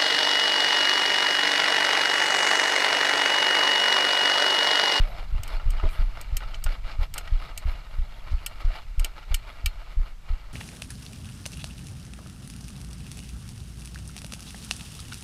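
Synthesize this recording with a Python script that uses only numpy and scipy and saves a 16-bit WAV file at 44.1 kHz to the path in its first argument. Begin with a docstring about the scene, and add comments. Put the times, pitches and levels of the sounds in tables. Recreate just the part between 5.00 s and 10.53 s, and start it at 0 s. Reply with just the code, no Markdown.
"""A racing heart thumps three times a second while tyres crunch over dirt in surges, with clicks and knocks.
A mountain bike climbs a rough trail, heard from a cased camera strapped to the rider's chest.
Heartbeats and bumps are damped swings; the crunch is grains, noise and pebble pings coloured by the case.
Clicks ring the plastic mount, knocks ring the case, and cloth rubs as narrow-band noise over a faint hiss."""
import sys
import numpy as np
from scipy import signal
from scipy.fft import rfft, irfft
from scipy.io import wavfile
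from scipy.ndimage import uniform_filter1d, map_coordinates

SR = 44100
rng = np.random.default_rng(int(sys.argv[2]) if len(sys.argv) > 2 else 0)


def master(y):
    """Save y as 16-bit WAV."""
    cut = np.clip(np.atleast_2d(y).T, -1, 1)
    pcm = np.round(cut * 32767)  # scale
    wavfile.write(sys.argv[1], SR, pcm.astype(np.int16))


N = 243863
TIME_S = np.arange(N) / SR

# Hiss spectrum. Each row: frequency in Hz, relative level in dB per Hz.
HISS_SPECTRUM = [(200, 10), (1500, 10.5), (5000, 3), (8000, -0.5), (10000, -6.5), (12000, -3), (15000, -14)]
# Cloth rubbing the case. Each row: middle in seconds, bell length in seconds, level in dB,
# centre in Hz, width of each of two filter passes in Hz.
CLOTH_RUBS = [(0.10, 0.04, -64, 11700, 2000), (0.127, 0.14, -46, 670, 190),
              (0.841, 0.0067, -41.5, 229, 600), (0.854, 0.031, -40, 168, 256),
              (0.857, 0.013, -44, 654, 800), (0.925, 0.047, -56.5, 10500, 7000),
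              (1.551, 0.015, -53, 6340, 3500), (2.028, 0.038, -64, 11700, 2000),
              (2.717, 0.028, -64, 11700, 2000), (3.317, .015, -53, 3800, 3000),
              (3.653, 0.0086, -51, 3900, 2500), (3.754, 0.062, -48.5, 684, 119)]
# Dull knocks on the case. Each row: start in seconds, peak level in dB, ring in Hz.
CASE_KNOCKS = [(0.598, -32, 1380), (0.798, -26.5, 1244), (0.813, -36, 1470), (0.829, -32.5, 410),
               (0.835, -30.5, 993), (0.838, -22.5, 169), (0.856, -30, 655), (0.862, -42, 253),
               (0.889, -34, 2400), (1.172, -33.5, 1384), (1.405, -32.5, 1470), (1.434, -31, 1313),
               (1.663, -24, 1430), (2.159, -33.5, 1334), (2.182, -29, 1400), (2.275, -32, 1917),
               (3.603, -40, 1320), (3.703, -35.5, 613), (4.045, -39, 335), (4.06, -40, 1290),
               (4.166, -45, 1350), (4.228, -38, 1390)]
# Sharp clicks of the mount. Each row: start in seconds, body and snap levels in dB rms over the attack.
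MOUNT_CLICKS = [(0.433, -39.5, -38), (0.477, -42, -45), (0.7035, -44, -41.5), (1.2119, -46.5, -41.5),
                (1.368, -32, -29.5), (1.5429, -36.5, -61), (1.6398, -40, -32.5), (2.139, -39.5, -35.5),
                (2.1795, -33, -31.5), (2.275, -44.5, -70), (2.576, -36, -33.6), (3.462, -30, -29.5),
                (3.9949, -37, -36.5), (4.0452, -28.5, -30), (4.3431, -25.5, -26.5), (4.659, -24.5, -28)]
# Resonances of the plastic mount. Each row: centre in Hz, width in Hz, relative level in dB per Hz.
MOUNT_MODES = [(1830, 40, -3), (2325, 80, 2), (2700, 50, -1), (2900, 130, 0), (3080, 130, 1.5),
               (3450, 160, -10), (3850, 50, -6), (4240, 14, -1.5), (4420, 100, -16), (4700, 200, -8),
               (5120, 90, -7), (5570, 90, -9), (6400, 200, -12), (6730, 220, -8), (7560, 70, -7),
               (7780, 100, -9), (8310, 120, -4), (8560, 150, -8), (9420, 90, -11), (10330, 100, -9),
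               (10640, 260, -14), (11850, 200, -15), (12300, 300, -13), (13120, 150, -14),
               (13550, 260, -10), (14220, 300, -10)]
# Air and wall resonances of the case. Each row: centre in Hz, width in Hz, relative gain in dB.
CASE_MODES = [(651, 130, -2), (862, 49, -7), (1284, 120, -2), (1380, 110, -11), (1948, 100, -18),
              (2810, 118, -4.5), (3320, 43, -27.5), (4160, 64, -27), (4710, 50, -14), (5180, 48, -5.5),
              (5400, 43, -35.5)]
# Spectrum of the harness sway. Each row: frequency in Hz, relative level in dB per Hz.
SWAY_SPECTRUM = [(12, 2.5), (24, 8.5), (42, 3.5), (60, -10.5), (100, -14), (170, -22.5), (300, -39.5),
                 (600, -63)]
# Bumps that shake the harness. Each row: start in seconds, envelope peak in dB, bounce in Hz.
TRAIL_BUMPS = [(0.389, -27.5, 88), (0.529, -18.5, 24.9), (0.719, -17, 25.4), (0.823, -11.5, 24.4),
               (0.831, -17, 63.6), (1.049, -24, 23.4), (1.829, -26, 27.5)]
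# Spectrum of the dirt noise. Each row: frequency in Hz, relative level in dB per Hz.
DIRT_SPECTRUM = [(150, -33), (260, 2.5), (440, -4), (640, -6.5), (1050, 2), (1320, -4), (1730, -4.5),
                 (2320, 5), (2570, -5.5), (2900, -6.5), (4300, -3.5), (6000, -19.5), (8500, -22),
                 (10000, -93), (15000, -46)]
# Rolling of the tyres, rising and falling between the scrunches. Each row: time in seconds,
# reference level in dB.
ROLLING_LEVELS = [(0.17, -51.5), (0.28, -56), (0.48, -49), (0.64, -53.5), (0.76, -49), (1.07, -53),
                  (1.17, -49.5), (1.25, -54), (1.5, -51), (1.8, -60), (2.09, -65), (2.3, -50.5), (2.9, -55),
                  (3.4, -52), (3.93, -60), (4.15, -58), (4.4, -53.5), (4.65, -54), (4.88, -54), (4.97, -62),
                  (5.19, -73), (5.35, -58.5)]
# Scrunches, where a tyre bites into loose dirt. Each row: middle in seconds, bell length in seconds,
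# reference level in dB.
TYRE_SCRUNCHES = [(0.056, 0.2, -46), (0.193, 0.088, -48.5), (0.37, 0.043, -47.5), (0.536, 0.078, -43.5),
                  (0.795, 0.15, -47.5), (0.99, 0.086, -46.5), (1.427, 0.021, -46.5), (1.708, 0.085, -43),
                  (1.897, 0.078, -42.5), (2.027, 0.046, -44.5), (2.178, 0.053, -45), (2.458, 0.1, -46.5),
                  (2.704, 0.091, -48.5), (3.614, 0.02, -44.5), (3.745, 0.084, -44), (4.05, 0.099, -51),
                  (4.185, 0.035, -47), (4.31, 0.04, -49.5), (4.491, 0.041, -45.5), (5.055, 0.094, -55),
                  (5.302, 0.099, -51.5)]
# Heartbeats in turn. Each row: heave of the chest in dB, thud of the valves in dB, thud in Hz,
# rebound in dB; levels are envelope peaks.
HEARTBEATS = [(-9, -29, 46, -38), (-15.5, -26.5, 64, -18.5), (-11.5, -25, 77, -20), (-11, -23, 69, -17.5),
              (-16, -23, 63, -20.5), (-13, -25, 64.4, -23), (-14, -22.5, 68, -32), (-11.5, -22, 67, -23),
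              (-15, -20.5, 62, -24), (-17.5, -22.5, 56, -48), (-15, -24, 64.4, -21), (-11.5, -25, 70, -25),
              (-11.5, -24, 69, -27), (-14, -24, 61, -24.5), (-18, -24, 65, -21.5), (-12, -26.5, 63, -21),
              (-15.5, -24, 62, -35)]

TOP_HZ = 15200
# each beat period is shorter than the last by QUICKENING_S
FIRST_BEAT_S, BEAT_PERIOD_S, QUICKENING_S = -0.011, 0.33351, 0.000207
# the harness sways less as the bike slows
SWAY_DB, SWAY_DB_PER_S = -31, -1.4
CLICK_ATTACK_S = 0.005
# pebble level is relative to the tyre reference level
PEBBLE_LO_HZ, PEBBLE_HI_HZ, PEBBLE_T60_S, PEBBLE_DB = 579, 4800, 0.03, -5


def undb(db):
    """Decibels to gain."""
    return 10 ** (np.asarray(db) / 20)


def unit(x):
    """Scale to rms 1."""
    return x / np.sqrt(np.mean(x ** 2))


def fade(t_s, t60_s):
    """Exponential decay, 60 dB down after t60_s."""
    return np.exp(-np.log(1000) * t_s / t60_s)


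def swell(middle_s, length_s):
    """Bell-shaped rise and fall, peak 1."""
    return np.exp(-2 * ((TIME_S - middle_s) / length_s) ** 2)


def walk(rate_hz):
    """Smooth random wander, rms near 1."""
    hold = int(SR / rate_hz)
    steps = np.repeat(rng.standard_normal(N // hold + 1), hold)
    smooth = uniform_filter1d(uniform_filter1d(steps, hold), hold)
    return unit(smooth[:N])


def add(track, start_s, sound):
    """Mix a sound in at start_s, trimmed to the track."""
    start = int(start_s * SR)
    part = sound[max(-start, 0):max(N - start, 0)]
    first = max(start, 0)
    track[first:first + len(part)] += part


def resonate(x, hz, width_hz):
    """Two-pole resonance, gain 1 at its centre."""
    b, a = signal.iirpeak(min(hz, 0.45 * SR), hz / width_hz, fs=SR)
    return signal.lfilter(b, a, x)


def band(x, lo_hz, hi_hz, order=2):
    """Butterworth band-pass."""
    sos = signal.butter(order, [lo_hz, min(hi_hz, 0.45 * SR)], "band", fs=SR, output="sos")
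    return signal.sosfilt(sos, x)


def colour(x, spectrum):
    """Filter by a spectrum interpolated over log frequency; rms 1."""
    hz, db = np.transpose(spectrum)
    bins_hz = np.maximum(np.arange(len(x) // 2 + 1) * SR / len(x), 1)
    gain = undb(np.interp(np.log(bins_hz), np.log(hz), db))
    return unit(irfft(rfft(x) * gain, len(x)))


def thump(hz, rise_s, softness):
    """A heavily damped swing: its envelope peaks at rise_s and dies within a few cycles."""
    t_s = TIME_S[:SR // 4]
    envelope = (t_s / rise_s * np.exp(1 - t_s / rise_s)) ** softness
    return -envelope * np.sin(2 * np.pi * hz * t_s)


def ping(hz, t60_s):
    """One struck resonance: a decaying sine."""
    t_s = TIME_S[:SR // 10]
    return np.sin(2 * np.pi * hz * t_s) * fade(t_s, t60_s)


def through_case(x, direct_db=-13):
    """Sound reaches the microphone through the case and rings its resonances."""
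    ringing = sum(undb(db) * resonate(x, hz, width_hz) for hz, width_hz, db in CASE_MODES)
    return undb(direct_db) * x + ringing


def hiss():
    """Faint steady noise with a shaped spectrum."""
    return undb(-61.0) * colour(rng.standard_normal(N), HISS_SPECTRUM)


def cloth(rise_per_s=1.53):
    """The jersey brushes the case: bell-shaped noise bands that rise in pitch as it tightens."""
    out = np.zeros(N)
    for middle_s, length_s, db, hz, width_hz in CLOTH_RUBS:
        once = resonate(rng.standard_normal(N), hz, width_hz)
        rub = unit(resonate(once, hz, width_hz))
        # reading the noise ever faster raises its pitch
        read_s = TIME_S + rise_per_s * (TIME_S - middle_s) ** 2 / 2
        rub = map_coordinates(rub, [SR * read_s])
        out += undb(db) * swell(middle_s, length_s) * rub
    return out


def knock(hz, ring_db=-5, ring_t60_s=0.073, scuff_t60_s=0.042, spread=2.3):
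    """A soft, scuffing blow rings the case around one pitch; peak 1."""
    ring = ping(hz, ring_t60_s)
    scuff = rng.standard_normal(len(ring)) * fade(TIME_S[:len(ring)], scuff_t60_s)
    push = through_case(band(scuff, hz / spread, hz * spread))
    sound = push / np.abs(push).max() + undb(ring_db) * ring
    return sound / np.abs(sound).max()


def knocks():
    """Separate knocks as the case is jolted, each with its own pitch."""
    out = np.zeros(N)
    for start_s, db, hz in CASE_KNOCKS:
        add(out, start_s, undb(db) * knock(hz))
    return out


def struck(x, db):
    """Scale a click so that its attack has the given level."""
    attack = x[:int(CLICK_ATTACK_S * SR)]
    return undb(db) * x / np.std(attack)


def clicks(tail_db=-15, split_hz=5000, case_db=-9, case_hz=1400, scatter_db=0.5):
    """The mount lets go in tiny slips that ring its plastic and jolt the case; a faint buzz follows."""
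    out, t_s = np.zeros(N), TIME_S[:SR // 6]
    slip_s, crack_t60_s, tail_t60_s = 0.0011, 0.013, 0.075
    crack = fade(np.maximum(t_s - slip_s, 0), crack_t60_s)
    force = crack + undb(tail_db) * fade(t_s, tail_t60_s)
    for start_s, body_db, snap_db in MOUNT_CLICKS:
        sound = 0
        for hz, width_hz, db in MOUNT_MODES:
            ring = unit(resonate(force * rng.standard_normal(len(t_s)), hz, width_hz))
            mode_gain = undb(db + scatter_db * rng.standard_normal()) * np.sqrt(width_hz)
            sound = sound + mode_gain * ring
        # body and snap have separate levels for each click
        body = struck(band(sound, 1820, split_hz, order=3), body_db)
        snap = struck(band(sound, split_hz, 14100, order=3), snap_db)
        add(out, start_s, body + snap)
        add(out, start_s, undb(body_db + case_db) * knock(case_hz))
    return out


def harness(rise_cycles=0.8):
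    """The strapped camera sways all the time, as low noise, and bounces at each bump."""
    sway_db = SWAY_DB + SWAY_DB_PER_S * TIME_S
    out = colour(rng.standard_normal(N), SWAY_SPECTRUM) * undb(sway_db)
    for start_s, db, hz in TRAIL_BUMPS:
        add(out, start_s, undb(db) * thump(hz, rise_s=rise_cycles / hz, softness=2.56))
    return out


def tyre_level():
    """Reference level of the dirt noise in dB: rolling and scrunches summed as power."""
    power = undb(np.interp(TIME_S, *np.transpose(ROLLING_LEVELS))) ** 2
    for middle_s, length_s, db in TYRE_SCRUNCHES:
        power = power + (undb(db) * swell(middle_s, length_s)) ** 2
    return 10 * np.log10(power)


def pebbles(count=1500, range_db=11):
    """Small stones pop under the knobs at random pitch and size, louder where the tyre bites."""
    out = np.zeros(N)
    for when, pitch, size in rng.random((count, 3)):
        hz = PEBBLE_LO_HZ * (PEBBLE_HI_HZ / PEBBLE_LO_HZ) ** pitch
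        add(out, when * TIME_S[-1], undb(range_db * size) * ping(hz, PEBBLE_T60_S))
    return unit(through_case(out, direct_db=2)) * undb(tyre_level() + PEBBLE_DB)


def tyres(grains_per_s=1000, smooth_db=-3, grit_growth=0.89, coarse_db=-1, grit_db=-8.5,
          fizz_db=-24.0, uneven_db=2):
    """Crumbs of dirt break under the knobs; grains and noise reach the microphone through the case."""
    crunch_db = tyre_level() + uneven_db * walk(45)
    sizes = undb(3 * np.minimum(rng.exponential(size=N), 4))
    grains = (rng.random(N) < grains_per_s / SR) * sizes * rng.choice([-1, 1], N)
    rough = unit(grains) + undb(smooth_db) * rng.standard_normal(N)
    cased = through_case(colour(rough, DIRT_SPECTRUM))
    coarse = unit(band(cased, 270, 1880, order=3))
    coarse = coarse * undb(crunch_db + coarse_db + 1.66 * walk(60))
    # fine grit swells less than the coarse crunch
    grit = unit(band(cased, 1810, TOP_HZ, order=3)) * undb(grit_growth * crunch_db + grit_db)
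    # thin dusty fizz follows the surges
    fizz = unit(band(rng.standard_normal(N), 10150, 12200))
    fizz = fizz * undb(crunch_db + fizz_db + 2 * walk(13))
    return coarse + grit + fizz


def heart(chest_hz=28, rebound_hz=54, rebound_s=0.02234):
    """Each beat heaves the chest wall; closing valves add a higher thud and a rebound of uneven timing."""
    out = np.zeros(N)
    for beat, (heave_db, thud_db, thud_hz, rebound_db) in enumerate(HEARTBEATS):
        start_s = FIRST_BEAT_S + beat * BEAT_PERIOD_S - QUICKENING_S * beat ** 2 / 2
        heave = thump(chest_hz, rise_s=0.021, softness=1.39)
        thud = thump(thud_hz, rise_s=0.0075, softness=0.45)
        rebound = thump(rebound_hz, rise_s=0.0064, softness=0.93)
        late_s = rebound_s + 0.0017 * rng.standard_normal()
        add(out, start_s, undb(heave_db) * heave)
        add(out, start_s + 0.0042, undb(thud_db) * thud)
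        add(out, start_s + late_s, undb(rebound_db) * rebound)
    return out


def scene():
    """Body, bike and case over a faint steady hiss."""
    background = hiss() + cloth()
    case = knocks() + clicks() + harness()
    trail = pebbles() + tyres()
    return (background + case + trail + heart())[None]


def record(dry):
    """The sound opens with a 3 ms fade, and the camera cuts the top of the treble."""
    opening = np.minimum(TIME_S / 0.003, 1)
    treble_cut = signal.ellip(8, 0.2, 70, TOP_HZ, fs=SR, output="sos")
    return signal.sosfilt(treble_cut, dry * opening)


dry = scene()
out = record(dry)
master(out)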